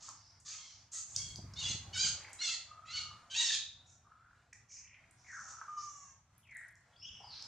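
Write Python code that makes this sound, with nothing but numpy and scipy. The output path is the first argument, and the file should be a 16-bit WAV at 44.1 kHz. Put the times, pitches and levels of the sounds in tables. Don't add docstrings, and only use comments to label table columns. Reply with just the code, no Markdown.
import sys
import numpy as np
from scipy import signal
from scipy.fft import rfft, irfft, next_fast_len
from scipy.io import wavfile
from scipy.ndimage import uniform_filter1d, map_coordinates

SR = 44100
rng = np.random.default_rng(int(sys.argv[2]) if len(sys.argv) > 2 else 0)


def int16_out(signal):
    q = np.round(np.clip(np.atleast_2d(signal).T, -1, 1) * 32767)
    wavfile.write(sys.argv[1], SR, q.astype(np.int16))


N = 329547


def amp(db):
    return 10 ** (np.asarray(db) / 20)


def unit(x):
    return x / np.sqrt(np.mean(x ** 2) + 1e-20)


def along(points, hz):
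    f, v = np.transpose(points)
    return np.interp(np.log(hz + 1), np.log(f + 1), v)


def span(rows):
    first, last = round(rows[0][0] * SR), round(rows[-1][0] * SR)
    return np.arange(max(0, first), last) / SR


def curves(rows, t):
    s, *columns = np.transpose(rows)
    return [np.interp(t, s, column) for column in columns]


def wobble(rate, t):
    knot = (t - t[0]) * rate
    return map_coordinates(rng.standard_normal(int(knot[-1]) + 4), [knot + 1])


def ramped(t, start, end, ramp_s):
    return np.clip(np.minimum(t - start, end - t) / ramp_s, 0, 1)


def filtered(x, response):
    n = x.shape[-1]
    padded = next_fast_len(n + 8192)
    spectrum = rfft(x, padded) * response(np.fft.rfftfreq(padded, 1 / SR))
    return irfft(spectrum, padded)[..., :n]


def noise(spectrum, t):
    white = rng.standard_normal(len(t))
    return unit(filtered(white, lambda hz: amp(along(spectrum, hz))))


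def add(track, t, sound, fade=0):
    if fade:
        sound = sound * ramped(t, t[0], t[-1], fade)
    part = track[round(t[0] * SR):][:len(sound)]
    part += sound[:len(part)]


def cycles(hz):
    return 2 * np.pi * np.cumsum(hz) / SR


# (f/Hz, side level/dB)
WIDTH = [(60, -40.5), (530, -14.5), (1500, -10), (2800, -8.5), (4700, -4.5), (8000, 2.5)]


def stereo(mid, side):
    side = filtered(side, lambda hz: amp(along(WIDTH, hz)))
    return np.array([mid + side, mid - side])


# (f/Hz, t60/s)
ECHO_DECAY = [(150, 0.058), (1000, 0.44), (2200, 0.44), (5500, 0.42), (9000, 0.31), (14000, 0.16)]


def echo(x, stretch=1):
    hz, t, cells = signal.stft(rng.standard_normal((2, SR)), SR, nperseg=256)
    t60 = stretch * along(ECHO_DECAY, hz)[:, None]
    build_up = 1 - np.exp(-t / 0.0093)
    tails = signal.istft(cells * amp(-60 * t / t60) * build_up, SR, nperseg=256)[1]
    tails = tails / np.linalg.norm(tails, axis=1, keepdims=True)
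    return stereo(*signal.fftconvolve(x[None], tails, axes=1)[:, :N])


def patchy(x, depth_db):
    cells = signal.stft(x, nperseg=2048)[2]
    field = uniform_filter1d(rng.standard_normal(cells.shape), size=4, axis=0)
    field = uniform_filter1d(field, size=7, axis=1)
    return signal.istft(cells * amp(depth_db * unit(field)))[1][:N]


# (f/Hz, relative level/dB)
RUMBLE = [(22, -48.5), (45, -9), (100, 2.5), (150, -7), (220, -15.5), (450, -28), (1000, -57.5)]
# (f/Hz, relative level/dB)
RUSTLE = [(250, -11), (450, -13.5), (680, -4), (1200, -5), (2000, -10), (3500, -17), (7000, -18.5),
          (15000, -48.5)]
# (t/s, level/dB)
RUSTLE_LEVEL = [(0.0, -70), (0.44, -75.5), (1.06, -72), (1.33, -66.5), (2.1, -62.5), (2.75, -72.5),
                (3.35, -68.5), (3.7, -75.5), (4.6, -79), (5.64, -68.5), (6.6, -77.5), (7.47, -65.5)]
# (start t/s, end t/s, rumble level/dB)
CLAMBERING = [(1.072, 2.295, -55), (2.8, 3.24, -62), (6.97, 7.394, -65)]
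RUMBLE_DB, CLAMBER_RAMP_S = -71.5, 0.14


def outdoors():
    t = np.arange(N) / SR
    moving_db = sum((db - RUMBLE_DB) * ramped(t, start, end, CLAMBER_RAMP_S)
                    for start, end, db in CLAMBERING)
    rustle_db, = curves(RUSTLE_LEVEL, t)
    rumble = amp(1.5 * wobble(12, t)) * noise(RUMBLE, t)
    rustle = patchy(noise(RUSTLE, t), depth_db=3) * amp(2 * wobble(11, t))
    return amp(RUMBLE_DB + moving_db) * rumble + amp(rustle_db) * rustle


TICK_WIDTH_OCTAVES = 0.39


def tick(centre_hz, t60):
    age = np.maximum(np.arange(-SR // 500, SR // 10) / SR, 0)
    burst = rng.standard_normal(len(age)) * amp(-60 * age / t60) * (age > 0)

    def resonance(hz):
        octaves = np.log2((hz + 1) / centre_hz)
        return (1 + (octaves / TICK_WIDTH_OCTAVES) ** 2) ** -2

    burst = filtered(burst, resonance)
    return burst / np.abs(burst).max()


# (start t/s, end t/s, level/dB about which the snap peaks spread)
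LEAF_STIRS = [(1.1, 1.45, -60), (2.2, 2.6, -55), (6.3, 6.85, -62)]
LEAF_HZ, SNAP_T60_S = 7800, .035
SNAPS_PER_S, SNAP_RANGE_DB = 60, 22


def crackle():
    out = np.zeros(N)
    for start, end, db in LEAF_STIRS:
        count = int((end - start) * SNAPS_PER_S)
        for share, size, pitch in rng.random((count, 3)):
            snap = tick(LEAF_HZ * 2 ** (pitch - .5), SNAP_T60_S)
            snap_db = db - SNAP_RANGE_DB * np.sqrt(size) + SNAP_RANGE_DB / 2
            swell = np.sin(np.pi * share)
            add(out, [start + share * (end - start)], amp(snap_db) * swell * snap)
    return out


# (t/s, peak level/dB)
THUDS = [(1.164, -48), (1.383, -41), (1.437, -43), (1.7, -40.5), (1.743, -38.5), (2.043, -45), (2.089, -46)]
# (f/Hz, relative level/dB)
THUD_BODY = [(60, -24), (105, 10), (175, -1.5), (260, -12), (450, -21.5), (700, -16), (2500, -66.5)]


def scuffle():
    out, age = np.zeros(N), np.arange(SR // 4) / SR
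    decay = amp(-60 * age / 0.089)
    onset = 1 - np.exp(-age / 0.0055)
    for s, db in THUDS:
        bump = noise(THUD_BODY, age) * decay * onset
        add(out, s + age, amp(db) * bump / np.abs(bump).max())
    return out


# (t/s, peak level/dB before pan and echo, resonance f/Hz, t60/s)
TICKS = [(0.083, -45.5, 1090, 0.052), (0.088, -32.5, 6030, 0.011), (0.398, -53.5, 6850, 0.07),
         (1.161, -17.5, 5900, 0.012), (1.357, -34, 5260, 0.011), (2.329, -39, 7000, .03),
         (2.988, -32.5, 4200, 0.015), (1.535, -43, 5320, .03), (4.526, -47, 1800, 0.025),
         (4.529, -42, 6200, 0.016), (4.941, -52, 2200, 0.09), (5.108, -55.5, 8000, .02),
         (5.612, -36, 1200, 0.022), (6.378, -55, 10980, 0.018), (6.567, -43.5, 8130, .02),
         (6.753, -55, 6640, 0.01), (7.241, -47.5, 923, 0.049), (7.422, -35.5, 5250, 0.014)]


def ticks():
    out = np.zeros(N)
    for s, db, centre_hz, t60 in TICKS:
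        add(out, [s], amp(db) * tick(centre_hz, t60))
    return out


# (roughness, second harmonic level/dB, course of (t/s, pitch f/Hz, relative level/dB))
SWOOPS = [ (0.62, -38, [(5.24, 2400, -76), (5.29, 1894, -56), (5.375, 1490, -48.5), (5.46, 1291, -67)]),
          (0.5, -32, [(6.425, 3550, -76), (6.466, 2460, -67.5), (6.56, 1926, -52), (6.625, 1763, -60.5),
          (6.67, 1452, -63.5)]), (0.26, -53, [(6.96, 4600, -73.5), (7.04, 5560, -52), (7.07, 5480, -71),
          (7.2, 5440, -69), (7.25, 4980, -63), (7.328, 4393, -52.5), (7.355, 3660, -54)]),
          (0.376, -13.5, [(7.01, 2670, -70), (7.045, 3055, -53.5), (7.075, 3400, -51.5),
          (7.105, 2980, -59.5), (7.2, 2900, -62)])]
SWOOP_DB = -1


def swoops():
    out = np.zeros(N)
    for rough, second_db, course in SWOOPS:
        t = span(course)
        hz, level_db = curves(course, t)
        jitter = .12 * rough * wobble(900, t) + .06 * rough * wobble(120, t)
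        phase = cycles(hz * (1 + jitter))
        tone = np.sin(phase) + amp(second_db) * np.sin(2 * phase)
        tone = tone * amp(3.5 * wobble(130, t))
        add(out, t, amp(level_db + SWOOP_DB) * unit(tone), fade=0.0087)
    return out


# (start t/s, length/s, relative level/dB, loudest at share of length,
# first f/Hz, middle f/Hz, last f/Hz, roughness that scales the pitch jitter)
GLIDES = [ (2.198, 0.12, -58, 0.24, 2084, 2130, 2000, 1.09),
          (2.663, 0.54, -57, 0.4, 1197, 1273, 1159, 0.23), (3.513, 0.19, -47, 0.13, 3660, 3730, 3660, 0.22),
          (4.047, 0.38, -66, 0.18, 1172, 1381, 1441, 0.71), (4.681, 0.4, -67, 0.45, 2256, 2300, 1930, 0.86),
          (5.465, 0.23, -54.5, 0.12, 1309, 1301, 1300, 0.35),
          (6.905, 0.066, -67, 0.65, 3600, 3370, 3070, 0.42), (7.194, 0.15, -65, 0.15, 785, 1060, 1080, 1.3)]
GLIDE_SWELL_POWER, GLIDE_DB = 0.79, -2


def soft_glides():
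    out = np.zeros(N)
    for start, length, db, loudest, first_hz, middle_hz, last_hz, rough in GLIDES:
        t = span([[start], [start + length]])
        share = np.linspace(0, 1, len(t))
        bend = np.polyfit([0, .5, 1], np.log([first_hz, middle_hz, last_hz]), 2)
        pitch = np.exp(np.polyval(bend, share))
        skew = np.log(.5) / np.log(np.clip(loudest, .03, .95))
        swell = np.abs(np.sin(np.pi * share ** skew)) ** GLIDE_SWELL_POWER
        phase = cycles(pitch * (1 + 0.15 * rough * wobble(900, t)))
        tone = unit(np.sin(phase) * amp(6.5 * wobble(159, t)))
        add(out, t, amp(db + GLIDE_DB) * swell * tone)
    return out


def stack(pitch, spectrum, t, odd_db, flutter_db, blur=0, count=18):
    phase, orders = cycles(pitch), range(1, count + 1)
    gains = np.array([amp(along(spectrum, k * pitch) + odd_db * (k % 2) + flutter_db * wobble(60, t))
                      for k in orders])
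    gains = gains / np.linalg.norm(gains, axis=0)
    return unit(sum(gain * np.sin(k * phase + blur * k * wobble(350, t))
                    for k, gain in zip(orders, gains)))


# (f/Hz, relative level/dB)
MOUTH = [(550, -57), (1100, -14), (1300, 22), (1700, -34.5), (3000, -34), (4500, -63)]
# (f/Hz, relative level/dB)
HISS = [(3500, -26), (4900, -23), (5650, 3.5), (6600, 5.5), (7400, -4.5), (8500, -24.5), (10500, -33.5),
        (15000, -57.5)]
# (t/s, second harmonic f/Hz, relative level/dB, relative level of shrill overtones/dB)
WAIL = [(5.679, 1206, -49, -79), (5.697, 1209, -48.5, -65), (5.753, 1216, -57.5, -64),
        (5.781, 1195, -42, -54), (5.829, 1181, -56, -49), (5.977, 1138, -67, -53), (6.13, 1081, -72.5, -58)]
WAIL_DB, WAIL_EDGE_DB, WAIL_AIR_DB = 3, -6.5, -17.5


def wail():
    out, t = np.zeros(N), span(WAIL)
    second_hz, level_db, edge_db = curves(WAIL, t)
    pitch = second_hz / 2 * (1 + 0.0048 * wobble(60.6, t) + 0.0058 * wobble(600, t))
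    edge = stack(pitch, HISS, t, odd_db=0, flutter_db=3, blur=.04) + .5 * noise(HISS, t)
    tone = stack(pitch, MOUTH, t, odd_db=4.0, flutter_db=1) + amp(WAIL_AIR_DB) * noise(MOUTH, t)
    voice = amp(level_db + WAIL_DB) * tone + amp(edge_db + WAIL_EDGE_DB) * edge
    add(out, t, voice, fade=0.0051)
    return out


def scream(pitch, rough, spectrum, t, halfway_db=-4):
    rough = np.clip(rough, 0, 1)
    half = pitch / 2 * (1 + .004 * wobble(80, t) + .045 * rough * wobble(700, t))
    tone = stack(half, spectrum, t, odd_db=halfway_db, flutter_db=6.5, blur=.045 + .22 * rough)
    air = noise(spectrum, t) * (1 + .4 * np.cos(2 * cycles(half)))
    air = unit(filtered(air, lambda hz: .5 + .5 / (1 + (2800 / (hz + 1)) ** 6)))
    flare_db = (1 + 2 * np.minimum(rough, .5)) * wobble(220, t)
    return (np.sqrt(1 - rough) * tone + np.sqrt(rough) * air) * amp(flare_db)


# (f/Hz, relative level/dB)
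RASP_BODY = [(600, -53), (1200, -7), (2000, -11.5), (2800, -12.5), (3800, -8), (4500, -2), (5500, -2.5),
             (8000, -53)]
# (start t/s, length/s, relative hiss level/dB, relative body level/dB,
# stretch of pitch and hiss frequencies)
RASPS = [(0, 0.15, -55.5, -57.5, 1.02), (0.123, 0.34, -66, -79, 0.83), (0.448, 0.17, -49, -51.5, 1.02),
         (0.555, 0.34, -61.5, -62, 0.95), (0.915, 0.14, -44, -53.5, 1.084), (1.054, 0.37, -53, -68, 1.08),
         (3.854, 0.15, -67, -101, 1.005), (4.685, 0.19, -54.5, -83, 0.97), (5.16, 0.32, -69.5, -90, 0.93),
         (5.257, 0.48, -57.5, -91, 0.98), (5.475, 0.077, -54, -64, 1.04), (5.77, 0.12, -55, -70, 0.87),
         (7.3, 0.2, -57, -55, 0.7)]
RASP_HZ = 1221


def rasps():
    out = np.zeros(N)
    for start, length, hiss_db, body_db, stretch in RASPS:
        t = span([[start], [start + length]])
        share = np.linspace(0, 1, len(t))
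        push = np.abs(np.sin(np.pi * share ** 0.6)) ** 1.39
        pitch = RASP_HZ * stretch * (1 + 0.05 * wobble(20, t))
        hiss_spectrum = [(hz * stretch, db) for hz, db in HISS]
        hiss = scream(pitch, 0.535, hiss_spectrum, t)
        body = scream(pitch, 0.796, RASP_BODY, t)
        add(out, t, push * (amp(hiss_db) * hiss + amp(body_db) * body))
    return out


def resonant(x, centre_hz, width_hz, db):
    return unit(filtered(x, lambda hz: amp(db / (1 + ((hz - centre_hz) / width_hz) ** 2))))


# (f/Hz, relative level/dB)
THROAT = [(700, -35.5), (1100, -14.5), (1500, -11), (2150, -5.5), (2950, 1), (3600, 0), (4500, 2),
          (5400, -3.5), (6700, 4), (7600, -6.5), (8800, -20), (10500, -37.5), (15000, -60.5)]
# (relative level/dB, onset resonance f/Hz, open-mouth resonance f/Hz, its lift level/dB,
# halfway lines level/dB with the mouth open, treble cut f/Hz, least roughness 0-1,
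# course of (t/s, pitch f/Hz, force level/dB))
SQUEALS = [ (-57, 2600, 3200, 7, -12, 7000, .2, [(.51, 850, -6), (.56, 1110, 1), (.72, 1040, -6)]),
           (-50.5, 3200, 3300, 5, -12, 7000, .15, [(1.143, 1010, 0), (1.19, 1110, 0), (1.33, 1090, -8)]),
           (-39, 4200, 3500, 4, 2, 12000, .12, [(1.556, 1380, -13), (1.592, 1515, -1), (1.648, 1365, -1),
           (1.698, 1425, 3), (1.748, 1300, -6)]), (-34, 1600, 4780, 7, -2, 9000, .1, [(1.925, 1440, -17),
           (1.942, 1525, -8), (1.972, 1470, -4), (1.99, 1570, 0), (2.036, 1620, 3), (2.058, 1450, 0),
           (2.085, 1440, -2), (2.108, 1260, -10)]), (-37, 1750, 4250, 6, 0, 9000, .06, [(2.383, 1260, -17),
           (2.417, 1450, 1), (2.486, 1350, 2), (2.512, 1395, 0), (2.562, 1200, -7)]),
           (-40.5, 2050, 4380, 6, -9, 4800, .22, [(2.85, 1220, -23), (2.885, 1340, -11), (2.915, 1370, -7),
           (2.975, 1505, 1), (3.035, 1420, -6)]), (-34, 3080, 3760, 8, -3, 10000, .27, [(3.297, 1510, -20),
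           (3.315, 1550, -12), (3.34, 1540, -10), (3.352, 1790, -1), (3.4, 1910, 2), (3.485, 1840, 0),
           (3.545, 1700, 0), (3.57, 1440, -7)])]
FOCUS_WIDTH_HZ, ONSET_WIDTH_HZ, ONSET_DB = 230, 350, 14
OPEN_DELAY_S, OPEN_S = 0.036, 0.041
STRAIN_ROUGH = 2.2


def squeals():
    out = np.zeros(N)
    for db, onset_hz, focus_hz, focus_db, halfway_db, high_hz, base_rough, course in SQUEALS:
        t = span(course)
        hz, force_db = curves(course, t)
        opening = np.clip((t - t[0] - OPEN_DELAY_S) / OPEN_S, 0, 1)
        pitch_lost = 1 - hz / np.maximum.accumulate(hz)
        rough = base_rough + STRAIN_ROUGH * pitch_lost
        pitch = hz * (1 + .045 * rough * wobble(110, t))
        voice = scream(pitch, rough, THROAT, t, halfway_db * opening)
        voice = filtered(voice, lambda f: 1 / np.hypot(1, (f / high_hz) ** 2))
        closed = resonant(voice, onset_hz, ONSET_WIDTH_HZ, ONSET_DB)
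        opened = resonant(voice, focus_hz, FOCUS_WIDTH_HZ, focus_db)
        mouth = opening * opened + (1 - opening) * closed
        add(out, t, amp(db + force_db) * mouth, fade=0.011)
    return out


FAR_ECHO_STRETCH = 1.29


def scene():
    background = stereo(outdoors(), outdoors())
    leaves = np.array([crackle(), crackle()])
    bumps, taps = scuffle(), ticks()
    glides, thin, harsh = soft_glides() + swoops(), wail(), squeals() + rasps()
    left = amp(2.0) * glides + echo(amp(-1.5) * glides, FAR_ECHO_STRETCH)
    right_send = amp(-6.0) * harsh + amp(-6.5) * thin + amp(-4.0) * taps
    right = amp(-1.0) * harsh + thin + taps + echo(right_send)
    pan = amp([[-.5], [.5]])
    return background + leaves + bumps + left / pan + right * pan


TOP_HZ = 15700


def record(dry):
    return filtered(dry, lambda hz: hz < TOP_HZ)


dry = scene()
out = record(dry)
int16_out(out)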